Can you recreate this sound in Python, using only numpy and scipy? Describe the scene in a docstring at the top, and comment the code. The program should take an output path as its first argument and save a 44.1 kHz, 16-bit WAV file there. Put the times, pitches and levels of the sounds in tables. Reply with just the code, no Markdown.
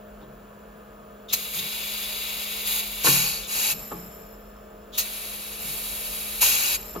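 """An air cylinder lowers and raises a steel rod twice, over a lapping machine humming in a workshop.
Each stroke: the valve spits, air hisses through a throttle as the rod sinks, the exhaust blasts,
a narrow port whistles as the pressure drains, and the rod knocks against its stop in the frame.
The air is turbulent noise coloured by its passages; the knocks ring the frame's modes.
Behind them are the drive's motor and gear tones and the rumble of the turning plate."""
import sys
import numpy as np
from scipy import signal
from scipy.fft import rfft, irfft, next_fast_len
from scipy.io import wavfile
from scipy.ndimage import map_coordinates

SR = 44100
rng = np.random.default_rng(int(sys.argv[2]) if len(sys.argv) > 2 else 0)


def master(y):
    """Save y as 16-bit WAV."""
    cut = np.clip(np.atleast_2d(y).T, -1, 1)
    pcm = np.round(cut * 32767)  # scale
    wavfile.write(sys.argv[1], SR, pcm.astype(np.int16))


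N = 308700
TIME = np.arange(N) / SR
FFT_SIZE = next_fast_len(N + 8192, True)
SIDES = np.array([[1], [-1]])  # left, right
WAVER_HZ = 435  # reference pitch for the unsteadiness of tones and modes


def amp(db):
    """Decibels to gain."""
    return 10 ** (np.asarray(db) / 20)


def along(points, hz):
    """(Hz, value) points read on a log axis."""
    knots_hz, values = np.transpose(points)
    return np.interp(np.log(hz + 1), np.log(knots_hz + 1), values)


def ramp(start_s, length_s):
    """Linear rise from 0 to 1."""
    return np.clip((TIME - start_s) / length_s, 0, 1)


def fade(start_s, t60_s):
    """Holds at 1 until start_s, then decays."""
    return amp(-60 * np.maximum(TIME - start_s, 0) / t60_s)


def puffs(rows):
    """Envelope of short rounded swells."""
    return sum(amp(db) * np.exp(-((TIME - centre_s) / half_s) ** 4) for centre_s, db, half_s in rows)


def wobble(rate_hz):
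    """Smooth random curve, rate_hz knots a second."""
    knots = rng.standard_normal(int(N * rate_hz / SR) + 4)
    coarse = np.arange(0, N + 64, 64)
    return np.interp(np.arange(N), coarse, map_coordinates(knots, [coarse * rate_hz / SR], order=2))


def filtered(x, response):
    """x through a complex frequency response."""
    return irfft(rfft(x, FFT_SIZE) * response(np.fft.rfftfreq(FFT_SIZE, 1 / SR)), FFT_SIZE)[..., :N]


# Phase between channels. Each row: frequency in Hz, left lead in radians.
STEREO_PHASE = [(200, 0), (700, -.8), (1700, -.8), (2400, .5), (5300, .5), (6000, -1.2), (6800, -1.3),
                (7600, -2.75), (9500, -3.6), (11000, -4.6), (13200, -6.28)]
def left_lead(hz):
    """Radians by which left leads right."""
    return along(STEREO_PHASE, hz)


# Likeness of the channels. Each row: frequency in Hz, coherence from 0 to 1.
COHERENCE = [(40, .99), (200, .95), (350, .85), (600, .5), (1900, .55), (2300, .85), (3100, .55),
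             (3800, .88), (5000, .35), (6000, .45), (7000, .8), (8500, .98), (10000, .83), (12700, .88),
             (13200, 1)]
def rush(colour_db, balance, lead=left_lead):
    """Coloured, partly coherent stereo noise at rms 1."""
    hz = np.fft.rfftfreq(FFT_SIZE, 1 / SR)
    common, apart = rng.standard_normal((2, len(hz))) + 1j * rng.standard_normal((2, len(hz)))
    angle = np.arccos(np.clip(along(COHERENCE, hz), 0, 1)) / 2
    pair = np.cos(angle) * common + SIDES * np.sin(angle) * apart
    placement = amp(SIDES * along(balance, hz) / 2) * np.exp(0.5j * SIDES * lead(hz))
    noise = irfft(pair * placement * amp(colour_db(hz)), FFT_SIZE)[:, :N]
    return noise / np.sqrt(np.mean(noise ** 2) + 1e-20)


# Wall reverberation. Each row: frequency in Hz, t60 in seconds.
WALL_DECAY = [(150, 0.33), (1500, 1), (12000, 0.049)]
def room(x):
    """The walls answer, the treble dying first; the bass is alike on both sides."""
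    hz, t, noise = signal.stft(rng.standard_normal((2, SR // 2)), SR, nperseg=256)
    width = np.clip(hz / 900, 0, 1)[:, None]
    pair = np.array([noise[0] + width * noise[1], noise[0] - width * noise[1]]) / np.sqrt(1 + width ** 2)
    decay = amp(-60 * t / along(WALL_DECAY, hz)[:, None])
    tail = signal.istft(pair * decay, SR, nperseg=256)[1]
    return signal.fftconvolve(x, tail / np.linalg.norm(tail[0]), axes=1)[:, :N]


# Plate noise and workshop hiss. Each row: frequency in Hz, relative density in dB.
PLATE_SPECTRUM = [(15, -16), (28, -14), (42, 13), (56, 10), (75, -4), (170, 0.5), (270, -3.5), (460, 2.5),
                  (680, 0), (800, -8), (1300, -3), (1650, -8.5), (2000, -17.5), (2700, -14)]
HISS_SPECTRUM = [(1500, -39), (2800, -17), (4000, 3.5), (5000, 2.5), (6500, 1), (7200, 12), (8000, -2),
                 (10000, 6.5), (13000, 2), (14800, 5), (15500, 15), (16000, -11)]
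# Workshop balance. Each row: frequency in Hz, left minus right in dB.
SHOP_BALANCE = [(50, -1.5), (150, 4.5), (300, 7), (600, -3.5), (2000, 1), (7600, 0.8)]
# Course of the deep rumble. Each row: time in seconds, relative level in dB.
RUMBLE_LEVELS = [(0.0, -55), (0.45, -61), (2.98, -55.5), (3.33, -52), (4.78, -57), (6.8, -51.5), (7.0, -50)]
def workshop(plate_db=-49, hiss_db=-62, edge_hz=3000, rumble_hz=80, rumble_lift_db=3.5):
    """Rumble and rubbing of the turning plate, with a faint steady hiss."""
    plate_colour = lambda hz: along(PLATE_SPECTRUM, hz) - 10 * np.log10(1 + (hz / edge_hz) ** 10)
    plate = rush(plate_colour, SHOP_BALANCE)
    hiss = rush(lambda hz: along(HISS_SPECTRUM, hz), SHOP_BALANCE)
    swell_db = np.interp(TIME, *np.transpose(RUMBLE_LEVELS))
    swell = amp(rumble_lift_db + swell_db - swell_db.mean())
    rumble = filtered(plate, lambda hz: 1 / (1 + (hz / rumble_hz) ** 6))
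    return amp(plate_db) * (plate + (swell - 1) * rumble) + amp(hiss_db) * hiss


# Motor and gear tones. Each row: frequency in Hz, nominal rms level in dB.
DRIVE_TONES = [(207.6, -52.5), (328.4, -73), (371.4, -71), (409, -64.5), (446.8, -57), (500, -62.5),
               (549, -72), (619.5, -57), (689, -58), (829, -67), (1001, -69), (1114, -67), (1238, -63),
               (1281, -77), (1358, -74), (1647, -70), (1769, -72), (2790, -85), (3198, -89), (3390, -81),
               (3521, -82)]
def drive(waver_db=2.5, drift_rad=0.58, rough_db=2, rough_hz=22, jitter_rad=0.28, pan_db=0.6):
    """Motor and gears hum; the higher tones waver more and are roughened by the gears' play."""
    out = np.zeros((2, N))
    settling_db = 0.5 * (1 - ramp(0, 0.35))
    for hz, db in DRIVE_TONES:
        ratio = hz / WAVER_HZ
        depth = min(ratio, 1)
        phase = 2 * np.pi * (hz * TIME + rng.random()) + drift_rad * ratio * wobble(5)
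        phase += jitter_rad * depth ** 2 * wobble(rough_hz)
        unsteady_db = waver_db * depth * wobble(3.81) + rough_db * depth ** 2 * wobble(rough_hz)
        gain = amp(db + settling_db * (hz > WAVER_HZ) + unsteady_db)
        out += gain * np.sqrt(2) * np.sin(phase + SIDES * left_lead(hz))
    return out * amp(SIDES * pan_db)


# Seal judders. Each row: centre in seconds, level in dB, half length in seconds.
JUDDERS = [(1.618, -43.5, 0.069), (3.78, -44, 0.06), (5.7, -48.5, .06)]
# The frame's response to them. Each row: frequency in Hz, relative density in dB.
JUDDER_SPECTRUM = [(70, -33), (115, -11), (140, -2), (175, 2.5), (230, -13), (400, -18), (900, -47)]
def seal_judder():
    """The seals stick and slip as the rod starts or settles: a soft rumble low in the frame."""
    return rush(lambda hz: along(JUDDER_SPECTRUM, hz), SHOP_BALANCE) * puffs(JUDDERS)


# Steel frame modes. 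Each row: frequency in Hz, level in dB with rod up, with rod out, t60 in seconds.
FRAME_MODES = [(139.2, -16, -1.5, 0.51), (178, -2, -3, 0.73), (230, -26, -6.5, 0.19),
               (275.6, -24, -4, 0.22), (328.5, 2, 0.5, 0.21), (408, 5, -3, 0.11), (452, 4, 7.5, 0.085),
               (504, -17, 7, 0.072), (710, -36, -19, .3), (807, -15, -10, 0.24), (848, -5, -10, 0.24),
               (946, -23, -4, 0.11), (1088, -2, -1, .14), (1116, -0.5, -0.5, 0.18), (1234, 10.5, -20, 0.11),
               (1395, 6, 1.5, 0.071), (1465, -7, 6.5, 0.051), (1737, 9, 1, 0.11)]
def frame_ring(t, rod_out, build_cycles=2.8, rough_rad=0.71, rough_hz=90):
    """Each mode builds over a few cycles and decays; loose fittings roughen the higher ones."""
    ring = np.zeros(len(t))
    for hz, up_db, out_db, t60_s in FRAME_MODES:
        gain = amp((out_db if rod_out else up_db) + rng.normal(0, 1))
        jitter = map_coordinates(rng.standard_normal(len(t)), [t * rough_hz], order=1)
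        phase = 2 * np.pi * (hz * t + rng.random()) + rough_rad * np.sqrt(hz / WAVER_HZ) * jitter
        envelope = (1 - np.exp(-t * hz / build_cycles)) * amp(-60 * t / t60_s)
        ring += gain * envelope * np.sin(phase)
    return ring


# Jolts of the rod. Each row: start in seconds, gain in dB, contact cutoff in Hz,
# rod out if nonzero, clatter t60 in seconds, relative ring gain in dB.
KNOCKS = [(.205, -39.5, 800, 0.022, 0.055, -3), (0.225, -45, 1000, 0.085, 0.042, 2),
          (3.044, -24.5, 1500, 1, 0.055, -2.5), (3.068, -17.5, 1850, 1, 0.043, -2),
          (3.907, -38, 1300, 0, 0.047, -6), (3.915, -26, 1000, 0, .07, -2.5), (3.943, -32, 220, 0, .07, -9),
          (6.95, -30.5, 1180, 0.14, 0.051, -12), (6.958, -27, 970, 0, 0.071, -1.5)]
def rod_knocks(clatter_db=14.5, tick_db=-21, attack_s=0.0018, width=0.97, lowest_hz=115):
    """The rod jolts the frame: a ring, a dry clatter and a faint tick. 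Harder contact is brighter."""
    out = np.zeros((2, N + SR))
    t = np.arange(SR * 3 // 4) / SR
    tick_band = signal.butter(2, [1800, 4200], "band", fs=SR)
    for start_s, db, cutoff_hz, rod_out, clatter_t60_s, ring_db in KNOCKS:
        ring = amp(ring_db) * frame_ring(t, rod_out)
        grit = rng.standard_normal(len(t)) + width * rng.standard_normal((2, len(t)))
        clatter = amp(clatter_db - 60 * t / clatter_t60_s) * (1 - np.exp(-t / attack_s)) * grit
        tick = amp(tick_db) * signal.lfilter(*tick_band, clatter)
        body = signal.lfilter(*signal.butter(4, cutoff_hz, fs=SR), ring + clatter)
        onset = round(start_s * SR)
        out[:, onset:onset + len(t)] += amp(db) / 2 * (body + tick)
    # the frame barely radiates below its lowest mode
    radiated = signal.sosfilt(signal.butter(4, lowest_hz, "high", fs=SR, output="sos"), out[:, :N])
    return filtered(radiated, lambda hz: np.exp(0.5j * SIDES * left_lead(hz)))


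# Reflections off plate, beam and posts. Each row: delay in seconds, gain.
BOUNCES = [(0.002066, 0.062), (0.00221, 0.024), (0.003124, 0.0038), (0.003436, 0.1), (0.003936, 0.032),
           (0.007198, -0.039), (0.008128, 0.057)]
# Jet balance. Each row: frequency in Hz, left minus right in dB.
JET_BALANCE = [(200, 0), (700, 1), (1000, 5), (1500, 3), (2100, -.5), (2950, 10.5), (3700, -.5),
               (4100, -.5), (4950, 8), (6400, .5), (7200, 1.5), (9500, -.5), (13000, 0)]
# The jets sit to the left. Each row: frequency in Hz, extra left lead in radians.
JET_LEAD = [(250, 0), (700, .8), (1400, 3.3), (2200, 6), (2900, 6.7), (3400, 5.4), (4450, 7), (5600, 6.28)]
def jet(spectrum, cavity, bounce=1.0):
    """Turbulence of spectrum (Hz, dB), lifted at cavity peaks (Hz, width Hz, dB), combed by bounces."""
    grid_hz = np.fft.rfftfreq(8192, 1 / SR)
    lift_db = sum(db / (1 + (2 * (grid_hz - hz) / width_hz) ** 2) for hz, width_hz, db in cavity)
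    reflected = sum(gain * np.exp(-2j * np.pi * grid_hz * delay_s) for delay_s, gain in BOUNCES)
    comb_db = 20 * np.log10(abs(1 + bounce * reflected) + 1e-3)
    colour_db = lambda hz: along(spectrum, hz) + np.interp(hz, grid_hz, lift_db + comb_db)
    return rush(colour_db, JET_BALANCE, lead=lambda hz: left_lead(hz) + along(JET_LEAD, hz))


def flow(air, gain, bright_db, flutter_db=0, split_hz=6000):
    """A jet shaped by its flow: gain, treble tilt and optional turbulent flutter."""
    low = filtered(air, lambda hz: 1 / (1 + (hz / split_hz) ** 6))
    treble_gain = amp(bright_db)
    tilted = (low + treble_gain * (air - low)) / np.sqrt((1 + treble_gain ** 2) / 2)
    return gain * amp(flutter_db * wobble(70)) * tilted


# Port turbulence. Each row: frequency in Hz, relative density in dB.
PORT_JET = [(600, 16.5), (2300, 9.5), (4000, 2), (6000, -2), (10500, 6.5), (13000, 2.5), (15500, -22)]
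# Port resonances. Each row: centre in Hz, width in Hz, lift in dB.
PORT_CAVITY = [(5296, 150, 23), (7210, 280, 27), (10400, 400, 5), (11900, 320, 10.6), (12140, 300, 22.5),
               (12700, 280, 16)]
# Pressure drains. Each row: start in seconds, level in dB, emptying time in seconds.
DRAINS = [(3.72, -39, 1), (5.6, -41.5, 1.46), (6.77, -40.5, 0.85)]
def port_whistle(rise_s=0.0049, flow_exponent=2.3, dribble_db=-15.5, dribble_t60_s=8.8):
    """Draining air whistles hoarsely in a narrow port; the treble dies first and a dribble lingers."""
    gain = np.zeros(N)
    for start_s, db, empty_s in DRAINS:
        pressure = 1 - ramp(start_s + rise_s, empty_s)
        dribble = amp(dribble_db) * fade(start_s, dribble_t60_s)
        gain += amp(db) * ramp(start_s, rise_s) * (pressure ** flow_exponent + dribble)
    bright_db = 0.49 * (20 * np.log10(gain + 1e-6) + 44)  # no tilt at -44 dB
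    return flow(jet(PORT_JET, PORT_CAVITY, bounce=0.35), gain, bright_db, flutter_db=0.6)


# Valve turbulence. Each row: frequency in Hz, relative density in dB.
VALVE_JET = [(150, -6), (700, -6.5), (1800, -2), (2400, -7.5), (4500, 4.5), (5800, 5.5), (7000, 10.5),
             (13000, -0.5), (15600, -4.5)]
# Valve resonances. Each row: centre in Hz, width in Hz, lift in dB.
VALVE_CAVITY = [(1160, 390, 3.3), (2590, 590, 14.2), (4070, 560, 11), (6490, 560, 5), (10800, 550, 5.3),
                (12000, 310, 8.4), (13330, 570, 16), (14800, 550, 5.8)]
# Changeovers. Each row: start in seconds, level in dB, hold in seconds, t60 in seconds.
SPITS = [(1.3212, -14, 0.02, 0.056), (4.971, -17.5, 0.023, 0.12)]
# Leaks past spool and seals. Each row: centre in seconds, level in dB, half length in seconds.
SQUEEZES = [(.226, -63, 0.019), (1.305, -37.5, 0.018), (1.595, -29, 0.0075), (3.45, -39.5, 0.024),
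            (4.956, -39.5, 0.028)]
def valve(opening_s=0.012, open_bright_db=5, dulling_db=7):
    """Air squeezes thinly past spool and seals; each changeover spits, dulling as it fades."""
    gain, pressure = np.zeros((2, N))
    for start_s, db, hold_s, t60_s in SPITS:
        decay = fade(start_s + hold_s, t60_s)
        gain += amp(db) * ramp(start_s, opening_s) ** 2 * decay
        pressure += ramp(start_s - opening_s, opening_s) * decay
    thin = jet([(1500, -28), (3300, 2), (4200, -1), (9000, -13)], [(3670, 430, 12.6), (6700, 350, 12)])
    air = jet(VALVE_JET, VALVE_CAVITY, bounce=0.99)
    bright_db = open_bright_db - dulling_db * (1 - pressure)
    return flow(air, gain, bright_db, flutter_db=1, split_hz=11000) + puffs(SQUEEZES) * thin


# Throttle turbulence, per stroke. Each row: frequency in Hz, relative density in dB.
FIRST_JET = [(150, -40), (700, -8.5), (1750, -3), (2400, -5.5), (4500, -1), (5800, -12), (7000, 1),
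             (8500, -2.5), (13000, -0.8), (15600, -7.5)]
SECOND_JET = [(150, -27), (700, -9), (1750, -4.5), (2400, -10), (4500, -8.5), (5800, -11), (7000, 0),
              (8500, 2.5), (13000, 2), (15600, -6)]
# Throttle resonances, per stroke. Each row: centre in Hz, width in Hz, lift in dB.
FIRST_CAVITY = [(900, 134, 2.3), (2250, 200, 7.8), (2440, 170, 5.4), (2737, 400, 9.4), (3450, 310, 7.5),
                (3890, 370, 9.6), (4780, 370, 4.9), (5320, 160, 8.9), (6238, 102, 3.6), (6630, 560, 5.7),
                (10110, 960, 7.7), (10800, 180, 3.3), (12100, 630, 5.6), (13300, 700, 5.9)]
SECOND_CAVITY = [(2292, 92, 9.7), (2566, 400, 10), (2810, 210, 5.3), (3320, 390, 6.5), (3900, 520, 11.3),
                 (4500, 360, 8.7), (5320, 451, 7.5), (6350, 420, 5.8), (6850, 220, 3.5), (10440, 2050, 6.2),
                 (11050, 260, 2.6), (12600, 1200, 4.6)]
# Down strokes. Each row: times in seconds of valve opening, rod breaking free and valve shutting,
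# level in dB, brightness in dB while filling and while sinking.
DESCENTS = [(1.34, 1.508, 3.03, -30.5, 2, -1), (4.978, 5.583, 6.41, -30.5, -4.5, -2.5)]
# Flow surges and lulls. Each row: start and length in seconds, level and brightness change in dB,
# rise and fall in seconds.
SURGES = [(1.516, 0.064, 4, 4, .035, 0.042), (2.649, 0.15, 6, 4, 0.029, 0.016),
          (2.835, 0.15, -2, 2.5, 0.047, .04)]
def throttle(opening_s=0.021, closing_s=0.02, seep_s=0.044, seep_db=-8, seep_bright_db=-8,
             sag_db=4, break_free_s=0.089):
    """Air seeps, fills the chamber ever more slowly, then meters out while the rod sinks."""
    surge_db, surge_bright_db = sum(
        np.outer([db, bright_db], ramp(start_s, rise_s) - ramp(start_s + length_s, fall_s))
        for start_s, length_s, db, bright_db, rise_s, fall_s in SURGES)
    passages = (FIRST_JET, FIRST_CAVITY), (SECOND_JET, SECOND_CAVITY)
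    out = np.zeros((2, N))
    for descent, passage in zip(DESCENTS, passages):
        open_s, free_s, shut_s, db, fill_bright_db, sink_bright_db = descent
        opened, sinking = ramp(open_s, opening_s), ramp(free_s, break_free_s)
        seeping, filling = 1 - opened, opened * (1 - sinking)
        level_db = db + seep_db * seeping - sag_db * filling * ramp(open_s, free_s - open_s) + surge_db
        bright_db = seep_bright_db * seeping + fill_bright_db * filling + sink_bright_db * sinking
        gate = ramp(open_s - seep_s, opening_s) * (1 - ramp(shut_s, closing_s))
        out += flow(jet(*passage), gate * amp(level_db), bright_db + surge_bright_db, flutter_db=0.52)
    return out


# Exhaust turbulence. Each row: frequency in Hz, relative density in dB.
EXHAUST_JET = [(150, -17.5), (700, -11.5), (1750, -5.5), (2400, -13.5), (4500, -9.5), (5800, -14.5),
               (7000, 1), (8500, -3), (13000, -7.5), (15600, -19.5)]
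# Exhaust resonances. Each row: centre in Hz, width in Hz, lift in dB.
EXHAUST_CAVITY = [(830, 71, 4.9), (2262, 67, 11.3), (2404, 170, 10), (2584, 200, 13.2), (2820, 183, 12),
                  (3290, 320, 6.6), (3925, 350, 13.1), (4430, 200, 9.9), (4540, 45, 9.1), (4800, 120, 4.5),
                  (5045, 120, 6.4), (5490, 600, 9.5), (5700, 73, 5.7), (6270, 51, 8.3), (6340, 220, 4.5),
                  (6400, 60, 3.7), (6800, 77, 7.2), (11040, 1900, 8.2), (11780, 160, 6), (12500, 240, 5.4),
                  (12860, 260, 7.5), (13600, 400, 7.2), (14700, 1200, 8.1)]
# Exhaust blasts. Each row: start in seconds, level in dB, rise and emptying time in seconds,
# gulp level in dB, gulp t60 in seconds.
BLASTS = [(3.029, -15.5, 0.031, 0.6, -33, 0.11), (6.405, -15, 0.015, 0.41, -25, 0.053)]
# Up strokes. Each row: start in seconds, stop in seconds, level in dB.
RETURNS = [(3.464, 3.718, -22), (6.438, 6.752, -22.5)]
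def exhaust(flow_exponent=2.46, full_bright_db=2, dulling_db=6.5, speed_up_s=0.08, cutoff_s=0.025,
            afterflow_db=-19, afterflow_t60_s=1, afterflow_bright_db=-6):
    """The cylinder dumps its pressure; the rising rod drives air out, and a little escapes after."""
    flows = []  # (gain, brightness in dB)
    for start_s, db, rise_s, empty_s, _, _ in BLASTS:
        pressure = 1 - ramp(start_s + rise_s, empty_s)
        blast = amp(db) * ramp(start_s, rise_s) * pressure ** flow_exponent
        flows.append((blast, full_bright_db - dulling_db * (1 - pressure)))
    for start_s, stop_s, db in RETURNS:
        speed = 1 - np.exp(-np.maximum(TIME - start_s, 0) / speed_up_s)
        stopped = ramp(stop_s, cutoff_s)
        pushed = amp(db) * speed * (1 - stopped)
        afterflow = amp(db + afterflow_db) * stopped * fade(stop_s, afterflow_t60_s)
        flows += [(pushed, 0), (afterflow, afterflow_bright_db)]
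    power = sum(gain ** 2 for gain, _ in flows)
    bright_db = sum(gain ** 2 * db for gain, db in flows) / (power + 1e-20)
    return flow(jet(EXHAUST_JET, EXHAUST_CAVITY), np.sqrt(power), bright_db)


def exhaust_whistle(db=-36, after_s=0.28, half_s=0.088):
    """The long first blast narrows to a hoarse whistle as it runs out."""
    reedy = jet([(2500, -43), (4400, -10), (5000, -4), (7000, -34)], [(4470, 190, 24)], bounce=0.4)
    return reedy * puffs([(BLASTS[0][0] + after_s, db, half_s)])


def exhaust_gulps(delay_s=0.02, rise_s=0.0043, hold_s=0.022):
    """Each blast opens with a hollow gulp."""
    hollow = jet(spectrum=[(300, -33), (650, -9), (1200, 2), (2000, -18), (4000, -23)],
                 cavity=[(730, 170, 4.5), (970, 210, 19)])
    return hollow * sum(amp(db) * ramp(start_s + delay_s, rise_s) * fade(start_s + hold_s, t60_s)
                        for start_s, *_, db, t60_s in BLASTS)


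def scene(knock_room_db=-13, valve_room_db=-18, knock_pan_db=0.7):
    """Machine, air and frame together; the knocks and the valve echo off the walls."""
    knocks, spits = rod_knocks(), valve()
    echoes = amp(knock_room_db) * room(knocks) + amp(valve_room_db) * room(spits)
    background = drive() + workshop()
    strokes = throttle() + exhaust() + exhaust_whistle() + exhaust_gulps() + seal_judder()
    return background + strokes + port_whistle() + spits + knocks * amp(SIDES * knock_pan_db) + echoes


def record(dry):
    """Brick-wall low-pass at 15850 Hz."""
    return filtered(dry, lambda hz: hz < 15850)


dry = scene()
out = record(dry)
master(out)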